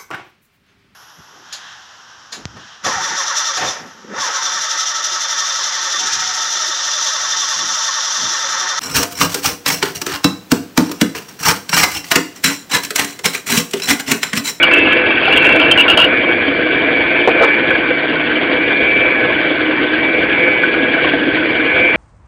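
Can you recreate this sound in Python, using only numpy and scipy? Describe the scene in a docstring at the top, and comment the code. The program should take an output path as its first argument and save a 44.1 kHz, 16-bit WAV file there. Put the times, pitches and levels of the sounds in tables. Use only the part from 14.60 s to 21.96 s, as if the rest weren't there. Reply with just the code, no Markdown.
"""In a kitchen, a stand mixer kneads dough in a steel bowl. Sines follow the motor's angle and the mains, sagging
each time the hook digs in; shaped noise makes the gears grind, and damped modes make them knock.
A glass jar taps and shivers on the bowl's rim, as decaying rings and a wavering sine, then is set down on the
counter with woody thumps and clacks. A narrow-band microphone close by is driven into clipping."""
import sys
import numpy as np
from scipy import signal
from scipy.fft import rfft, irfft, next_fast_len
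from scipy.io import wavfile
from scipy.ndimage import uniform_filter1d, minimum_filter1d, map_coordinates

SR = 44100
rng = np.random.default_rng(int(sys.argv[2]) if len(sys.argv) > 2 else 0)


def materialize(psi):
    """Save the field psi as 16-bit PCM at rate SR to the path in sys.argv[1].

    A 1-D psi becomes a single channel; in a 2-D psi each row is a channel.
    """
    bounded = np.clip(np.atleast_2d(psi).T, -1, 1)
    quanta = np.round(bounded * 32767).astype(np.int16)
    wavfile.write(sys.argv[1], SR, quanta)


N = 324576

# Motor speed, sagging under the dough. Each row: time in seconds, shaft turns in Hz.
SHAFT = [(0.0, 173.1), (0.2, 169.6), (0.35, 169.2), (0.56, 163.5), (0.88, 172.3), (1.2, 173.9),
         (1.45, 174.1), (1.87, 166.2), (2.08, 160.2), (2.33, 169.6), (2.72, 175.5), (3.19, 165.3),
         (3.65, 151.5), (3.96, 162.7), (4.4, 174.5), (4.84, 162.4), (5.08, 152.8), (5.28, 152.4),
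         (5.45, 161.3), (5.86, 171.2), (6.07, 165.6), (6.29, 165), (6.52, 156.8), (6.73, 154.7),
         (7.1, 168.9), (7.36, 175.5)]
# Colours of the low, middle and high gear noise. Each row: frequency in Hz, relative density in dB per Hz.
RUMBLE = [(15, -61), (25, -46.5), (49, -20.5), (136, -15.5), (167, -15.5), (208, -14), (227, -15.5),
          (312, -0.5), (382, -11.5), (399, -8), (429, -7), (503, -2), (557, -11), (634, -5.5), (800, -16),
          (1040, -47.5), (1760, -120)]
GRIND = [(700, -62.5), (800, -8.5), (1100, -7.5), (1200, -9.5), (1450, -6), (1520, 4.5), (1630, -3.5),
         (1740, -3.5), (2100, -6), (2500, -6), (2900, -12.5), (3200, -61.5)]
HISS = [(1650, -30.5), (2800, -0.5), (3360, 1), (3870, -16), (4180, -19), (4560, -19.5), (5930, -52.5),
        (10000, -120)]

MAINS_PULSE_HZ = 120
GEAR_RATIO = 16.5  # motor turns per hook turn
MEAN_HZ = 165  # usual motor speed


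def amp(db):
    """Decibels to linear gain."""
    return 10 ** (np.asarray(db) / 20)


def unit(x):
    """Scale to an rms of 1."""
    return x / np.sqrt(np.mean(x ** 2) + 1e-20)


def curves(rows):
    """One value per sample for each column after the time."""
    s, *cols = np.transpose(rows)
    return [np.interp(np.arange(N) / SR, s, c) for c in cols]


def wobble(rate):
    """A smooth random curve with rate knots a second, 60 at most."""
    step = np.arange(0, N + 32, 32)
    knots = rng.standard_normal(int(N / SR * 60) + 4)
    return np.interp(np.arange(N), step, map_coordinates(knots, [step * min(rate, 60) / SR]))


def filtered(x, response):
    """Multiply the spectrum of x by a response of frequency."""
    m = next_fast_len(N + SR // 2)
    return irfft(rfft(x, m) * response(np.fft.rfftfreq(m, 1 / SR)), m)[:N]


def noise(spectrum, patchy_db=0):
    """Noise of rms 1 with (Hz, dB) points on a log axis and short random patches of gain."""
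    z = signal.stft(rng.standard_normal(N + 512), nperseg=512)[2]
    field = uniform_filter1d(rng.standard_normal(z.shape), 4, axis=0)
    field = uniform_filter1d(field, 4, axis=1)
    white = signal.istft(z * amp(patchy_db * unit(field)), nperseg=512)[1][:N]
    f, db = np.transpose(spectrum)
    return unit(filtered(white, lambda hz: amp(np.interp(np.log(hz + 1), np.log(f + 1), db))))


def add(track, s, sound):
    """Lay a sound on the track at time s."""
    piece = track[round(s * SR):][:len(sound)]
    piece += sound[:len(piece)]


def ring(hz, t60, attack, t):
    """A damped sine with a soft start."""
    decay = np.exp(-np.log(1000) * t / t60)
    return decay * (1 - np.exp(-t / attack)) * np.sin(2 * np.pi * hz * t)


def hook_angle():
    """The dough hook turns with the motor through the gears."""
    return 2 * np.pi * np.cumsum(curves(SHAFT)[0]) / SR / GEAR_RATIO


def mains_angle():
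    """Phase of the mains pulse, twice per mains cycle."""
    return 2 * np.pi * MAINS_PULSE_HZ * np.arange(N) / SR


def housing(x):
    """The shell passes everything and lifts its resonances."""
    # Each row: centre in Hz, width in Hz, lift in dB.
    shell = [(2312, 59, 8.5), (506.7, 13, 12), (1679, 13, 8.5), (308.4, 16, 7)]

    def response(f):
        total = 1
        for c, w, db in shell:
            total = total + (amp(db) - 1) * 1j * f * w / (c * c - f * f + 1j * f * w)
        return total

    return filtered(x, response)


def motor_tones():
    """Shaft and commutator tones: whole multiples of the shaft angle, shifted by multiples of the mains pulse."""
    # Each row: shaft order, multiple of the mains pulse.
    orders = [(0, 2), (0, 3), (1, 0), (1, 1), (1, 2), (2, 0), (3, 0), (10, 0), (12, 0), (12, 1), (12, 2),
              (12, 3), (12, 4)]
    # One base level in dB per tone, ahead of the housing.
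    tone_db = [-35, -33, -41, -33, -33.5, -30, -36.5, -30.5, -28.5, -27.5, -27, -27.5, -31.5]
    # Rise and fall of the commutator whine. Each row: time in seconds, relative level in dB.
    whine = [(0.0, -13.5), (0.67, -21), (0.84, -13.5), (1.43, -25.5), (1.5, -16.5), (2.07, -21.5),
             (2.56, -14.5), (2.68, -19.5), (2.87, -14.5), (3.48, -24.5), (4.28, -15), (5.31, -25),
             (5.47, -16), (5.68, -20.5), (5.84, -13), (6.15, -21.5), (6.41, -19.5), (6.64, -26),
             (7.22, -13.5), (7.36, -17.5)]
    # the whine escapes best near this frequency, 3 dB weaker one width away
    vent_hz, vent_width_hz = 2300, 197
    shaft_hz, = curves(SHAFT)
    angle, mains = hook_angle() * GEAR_RATIO, mains_angle()
    whine_db, = curves(whine)
    whine_db = whine_db - whine_db.mean()
    tones = np.zeros(N)
    for (order, beat), db in zip(orders, tone_db):
        # brush contact is never exact, so phase and level wander
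        drift = 0.62 * wobble(45) + 1.22 * wobble(11) + rng.uniform(0, 2 * np.pi)
        level_db = db + 2.26 * wobble(14) + 1.2 * wobble(4.023)
        if order == 12:  # commutator whine
            off_hz = order * shaft_hz + beat * MAINS_PULSE_HZ - vent_hz
            level_db = level_db + whine_db - 10 * np.log10(1 + (off_hz / vent_width_hz) ** 2)
        tones += np.sqrt(2) * amp(level_db) * np.sin(order * angle + beat * mains + drift)
    return housing(tones)


def gear_noise():
    """Grinding gears: three noise bands that follow motor speed, throb with the hook and pulse with the mains."""
    # Shared swell of the three bands. Each row: time in seconds, level change in dB.
    noise_level = [(0.0, 2.5), (0.45, 0.1), (0.8, 4), (1.4, 0.5), (1.8, -0.8), (2.6, 0.1), (3.5, -1.1),
                   (4.1, -0.3), (5.3, -0.35), (6.2, -1.4), (6.6, -0.3), (7.36, -0.9)]
    hook, mains = hook_angle(), mains_angle()
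    fast_hz = curves(SHAFT)[0] - MEAN_HZ
    swell_db, = curves(noise_level)
    # base level in dB, then change in dB per Hz of extra motor speed
    rumble_db = -20 + 0.12 * fast_hz + swell_db
    grind_db = -19.5 + 0.05 * fast_hz + swell_db
    hiss_db = -27 - 0.04 * fast_hz + swell_db
    throb = 0.91 * np.cos(hook + 0.64) + 2.4 * np.cos(2 * hook + 1.97) + 1.36 * wobble(25)
    # torque arrives twice per mains cycle
    pulse = 1.6 * np.cos(mains + 0.78) + 0.92 * np.cos(2 * mains + 1.4)
    rumble = amp(rumble_db + 0.76 * throb + 1.3 * wobble(12) + 0.3 * pulse) * noise(RUMBLE, patchy_db=2.0)
    grind = amp(grind_db + 0.43 * throb + 1.0 * wobble(9) + 0.58 * pulse) * noise(GRIND, patchy_db=2.5)
    hiss = amp(hiss_db + 0.79 * throb + 0.37 * wobble(10) + 1.2 * pulse) * noise(HISS, patchy_db=2.5)
    return housing(grind) + rumble + hiss


def backlash():
    """Each knock of the gears rings the gearbox and lets out a puff of the three gear noises."""
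    # The loudest knocks. Each row: start in seconds, relative middle level in dB, relative thud level in dB.
    knocks = [(1.633, -2.5, -17.5), (1.879, -11, -7), (1.989, -6.5, -14.5), (2.272, -20.5, -9),
              (2.358, -14.5, -7.5), (2.556, -7.5, -18.5), (3.105, -2, -14.5), (3.15, -1.5, -15),
              (3.303, -2, -5), (3.613, -7, -26.5), (3.829, -20, -5), (4.246, -5, -14.5), (4.456, -9, -7),
              (4.552, -13, -9), (5.052, -11, -23), (5.106, -5, -16.5), (5.21, -20, -9), (5.334, -3, -6.5),
              (5.874, -17, -7), (6.034, -5, -20), (6.139, -3, -16.5), (6.229, -6.5, -5), (6.341, -3, -14.5),
              (6.444, -7, -5), (6.535, -7, -4.5), (6.669, -26, -6), (6.769, -3.5, -21), (7.188, -20, -16.5)]
    # Bright, middle and low groups of modes. Each row: nominal frequency in Hz, nominal level in dB, t60 in seconds.
    gearbox = [
        [(3200, 0, 0.052), (3570, -6.5, 0.019), (4340, -16, 0.023)],
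        [(1084, -8.5, 0.046), (1430, -13, 0.073), (1504, -3, 0.09), (1656, 3, 0.04)],
        [(282.5, -0.5, .12), (332.6, -2.5, 0.11), (501.5, -8.5, 0.11), (666, -4.5, 0.048)],
    ]
    bright_db = -9.5  # bright part against the strongest part of a loud knock
    chatter_db, chatter_spread_db = [-21, -14.5, -17.5], 3.5  # light knocks: bright, middle, thud
    puffs, rings, t = np.zeros((3, N)), np.zeros(N), np.arange(SR // 10) / SR
    # a light knock near every half turn of the hook
    halves = np.flatnonzero(np.diff(hook_angle() // np.pi)) / SR
    chance = rng.standard_normal((len(halves), 4))
    light_s = np.abs(halves + .008 * chance[:, 0])
    light = np.c_[light_s, chatter_db + chatter_spread_db * chance[:, 1:]]
    loud = [(s, max(parts_db) + bright_db, *parts_db) for s, *parts_db in knocks]
    for s, *parts_db in [*loud, *light]:
        for puff, db, modes, puff_t60 in zip(puffs, parts_db, gearbox, (.07, .1, .15)):
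            add(puff, s, amp(db - 13.5 - 60 * t / puff_t60) * (1 - np.exp(-t / 0.0015)))
            for hz, level_db, t60 in modes:
                strength = amp(db - 8) * amp(level_db + rng.normal(0, 5.75))
                add(rings, s, strength * ring(hz * rng.normal(1, .01), t60, 0.0033, t))
    bright = puffs[0] * noise(HISS)
    middle = housing(puffs[1] * noise(GRIND))
    thud = puffs[2] * noise(RUMBLE)
    return bright + middle + thud + rings


def ticks(count):
    """Light taps at uneven moments, in the same columns as the louder ones."""
    from_s, to_s = .2, 1.1
    when, size, pitch = rng.uniform(size=count), *rng.standard_normal((2, count))
    s = from_s + (to_s - from_s) * (np.arange(count) + when) / count
    level_db, hz = -13 + 6 * size, 2680 * (1 + .025 * pitch)
    return np.c_[s, level_db, hz, np.full(count, -12.5)]


def chord(modes, t60, t):
    """Modes struck together, each a little off in level and pitch."""
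    total = np.zeros(len(t))
    for hz, db in modes:
        total += amp(db + rng.normal(0, 4.4)) * ring(hz * rng.normal(1, .015), t60, 0.001, t)
    return total


def jar_rattle():
    """The shaking bowl taps the glass; the spot of contact picks the strongest ring."""
    # The louder taps. Each row: time in seconds, level in dB, main ring in Hz, bowl against glass in dB.
    taps = [(0.0293, 3, 2932, -10.5), (0.0366, 4, 2930, -7.5), (0.1131, -7, 2660, -4),
            (0.1352, -0.5, 2625, -18), (0.1454, -6, 2690, -14), (0.1611, -11, 2785, -7.5),
            (0.1944, -9, 2724, -10), (0.3026, -10.5, 2820, -15), (0.6305, -7, 2550, -12.5),
            (0.6524, -7, 2690, -12), (0.6803, -14.5, 2990, 6), (0.7013, -7.5, 2680, -11.5),
            (0.7268, -8.5, 2850, -1.5), (0.7719, 2.9, 2772, -19), (0.78, -6.5, 2770, -14.5),
            (0.8469, -4, 2713, -8.5), (0.9234, -4, 2680, -14.5), (0.9996, -6.5, 2600, -8),
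            (1.0145, -5.5, 3144, -3.5), (1.0264, -11, 2710, -10), (1.113, 5, 3130, -11),
            (1.176, -0.2, 2870, -8.5), (1.1864, 0.4, 2740, -18.5), (1.197, 2.7, 2760, -13.5),
            (1.2064, -1.5, 2846, -11.5), (1.2193, -4.5, 2625, -19), (1.2817, 2, 2780, -13.5),
            (1.2981, 1.5, 2866, -5.5), (1.3103, -0.5, 2720, -8.5), (1.3194, -6.5, 2930, -7),
            (1.334, -3, 2700, -20), (1.3739, 2, 2920, -5), (1.3901, 1.5, 2727, -8.5),
            (1.4016, 1.5, 2830, -9), (1.4129, -4, 2770, -7), (1.4183, 0, 2837, -12),
            (1.4267, -1, 2790, -15.5), (1.4404, -1.5, 2910, -18.5), (1.4454, 1.5, 2890, -12.5),
            (1.4564, -18, 2726, -19)]
    # Jar modes. Each row: nominal frequency in Hz, nominal level in dB.
    glass_modes = [(2680, -8), (2870, -6.5), (3020, -16.5), (3170, -11), (3700, -25.5)]
    # Steel bowl damped by dough. Each row: nominal frequency in Hz, nominal level in dB.
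    bowl_modes = [(650, -5.5), (800, -6.5), (1000, -3), (1150, -6), (1390, 0.5), (1480, -8)]
    out, t = np.zeros(N), np.arange(SR // 5) / SR
    for s, db, hz, bowl_db in [*taps, *ticks(count=20)]:
        t60 = 0.069 * rng.uniform(.8, 1.25)
        glass = ring(hz, t60, 0.0016, t) + chord(glass_modes, t60, t)
        grit = amp(-9 - 60 * t / 0.092) * rng.standard_normal(len(t))  # the rim scuffs as it touches
        bowl = chord(bowl_modes, .05, t) + grit
        add(out, s - .001, amp(db) * (glass + amp(bowl_db) * bowl))
    return out


def jar_shiver():
    """The jar shivers against the rim: a wavering sine that pulses twice a hook turn."""
    # Each row: time in seconds, pitch in Hz, level in dB before the pulsing.
    buzz = [(0.1, 2677, -36), (0.148, 2632, -7.5), (0.33, 2630, -18), (0.48, 2640, -22.5),
            (0.75, 2670, -22.5), (0.85, 2710, -11), (0.93, 2696, -15.5), (0.98, 2680, -22),
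            (1.12, 2700, -14.5), (1.15, 2780, -25)]
    hz, db = curves(buzz)
    level_db = db + 2.9 * wobble(32) + 4 * np.cos(2 * hook_angle() + 1.5)
    shiver = amp(level_db) * np.sin(2 * np.pi * np.cumsum(hz) / SR + 1.5 * wobble(55))
    time = np.arange(N) / SR
    return shiver * (time > buzz[0][0]) * (time < buzz[-1][0])


def jar_setdown():
    """The jar meets the counter in several bumps: damped wood modes plus a short noisy clack."""
    # Each row: start in seconds, level in dB, clack over the thump in dB.
    bumps = [(2.675, 1.7, -10.5), (2.683, -1, -22), (2.691, -5.5, -14.5), (2.749, -14.5, -17),
             (2.81, -6, -11), (2.816, -10, -7), (2.825, -9, -6), (2.833, -6, -2.5), (2.844, -13.5, -5),
             (2.879, -18, -6)]
    # Wood modes. Each row: frequency in Hz, nominal level in dB, t60 in seconds.
    counter = [(330, -16.5, .12), (455.3, 5, 0.075), (540, 2.5, 0.082), (677, 1, 0.072), (742, -5.5, 0.042),
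               (980, -14, 0.026)]
    out, t = np.zeros(N), np.arange(SR // 5) / SR
    clatter = noise([(500, -28.5), (800, -3), (1300, -3.5), (2000, -5.5), (3200, -15.0), (4500, -30.0)])
    for s, db, clack_db in bumps:
        wood = np.zeros(len(t))
        for hz, level_db, t60 in counter:
            wood += amp(level_db + rng.normal(0, 1.6)) * ring(hz, t60, 0.0013, t)
        clack = amp(clack_db - 60 * t / 0.11) * clatter[round(s * SR):][:len(t)]
        add(out, s, amp(db) * (wood + clack))
    return out


def scene():
    """Sum the mixer and the jar into one channel."""
    mixer = motor_tones() + gear_noise() + backlash()
    jar = jar_rattle() + jar_shiver() + jar_setdown()
    return (mixer + jar)[None]


def record(dry):
    """The microphone path ends near 5 kHz; gain control ducks loud moments, what still peaks clips into treble."""
    # Circuit hiss. Each row: frequency in Hz, relative density in dB per Hz.
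    circuit = [(20, -12), (6500, -18.5), (8000, 0), (13000, -1), (16000, -11)]
    mic_hz, top_hz = 5014, 15900
    narrow = filtered(dry[0], lambda hz: 1 / (1 + (hz / mic_hz) ** 60))
    level = np.sqrt(np.abs(uniform_filter1d(narrow ** 2, SR // 60)))
    gain = np.minimum(1, (amp(-11.0) / (level + 1e-9)) ** 0.16)
    held = uniform_filter1d(minimum_filter1d(gain, SR // 40), SR // 50) * narrow
    # a fast stage softens peaks
    peak_gain = np.minimum(1, np.abs(0.95 / (held + 1e-9)) ** 0.46)
    peak_gain = minimum_filter1d(peak_gain, SR // 300)
    held = held * uniform_filter1d(peak_gain, SR // 400)
    clipped = np.clip(held, -.98, .98) + amp(-84.0) * noise(circuit)
    return filtered(clipped, lambda hz: hz < top_hz)[None]


dry = scene()
out = record(dry)
materialize(out)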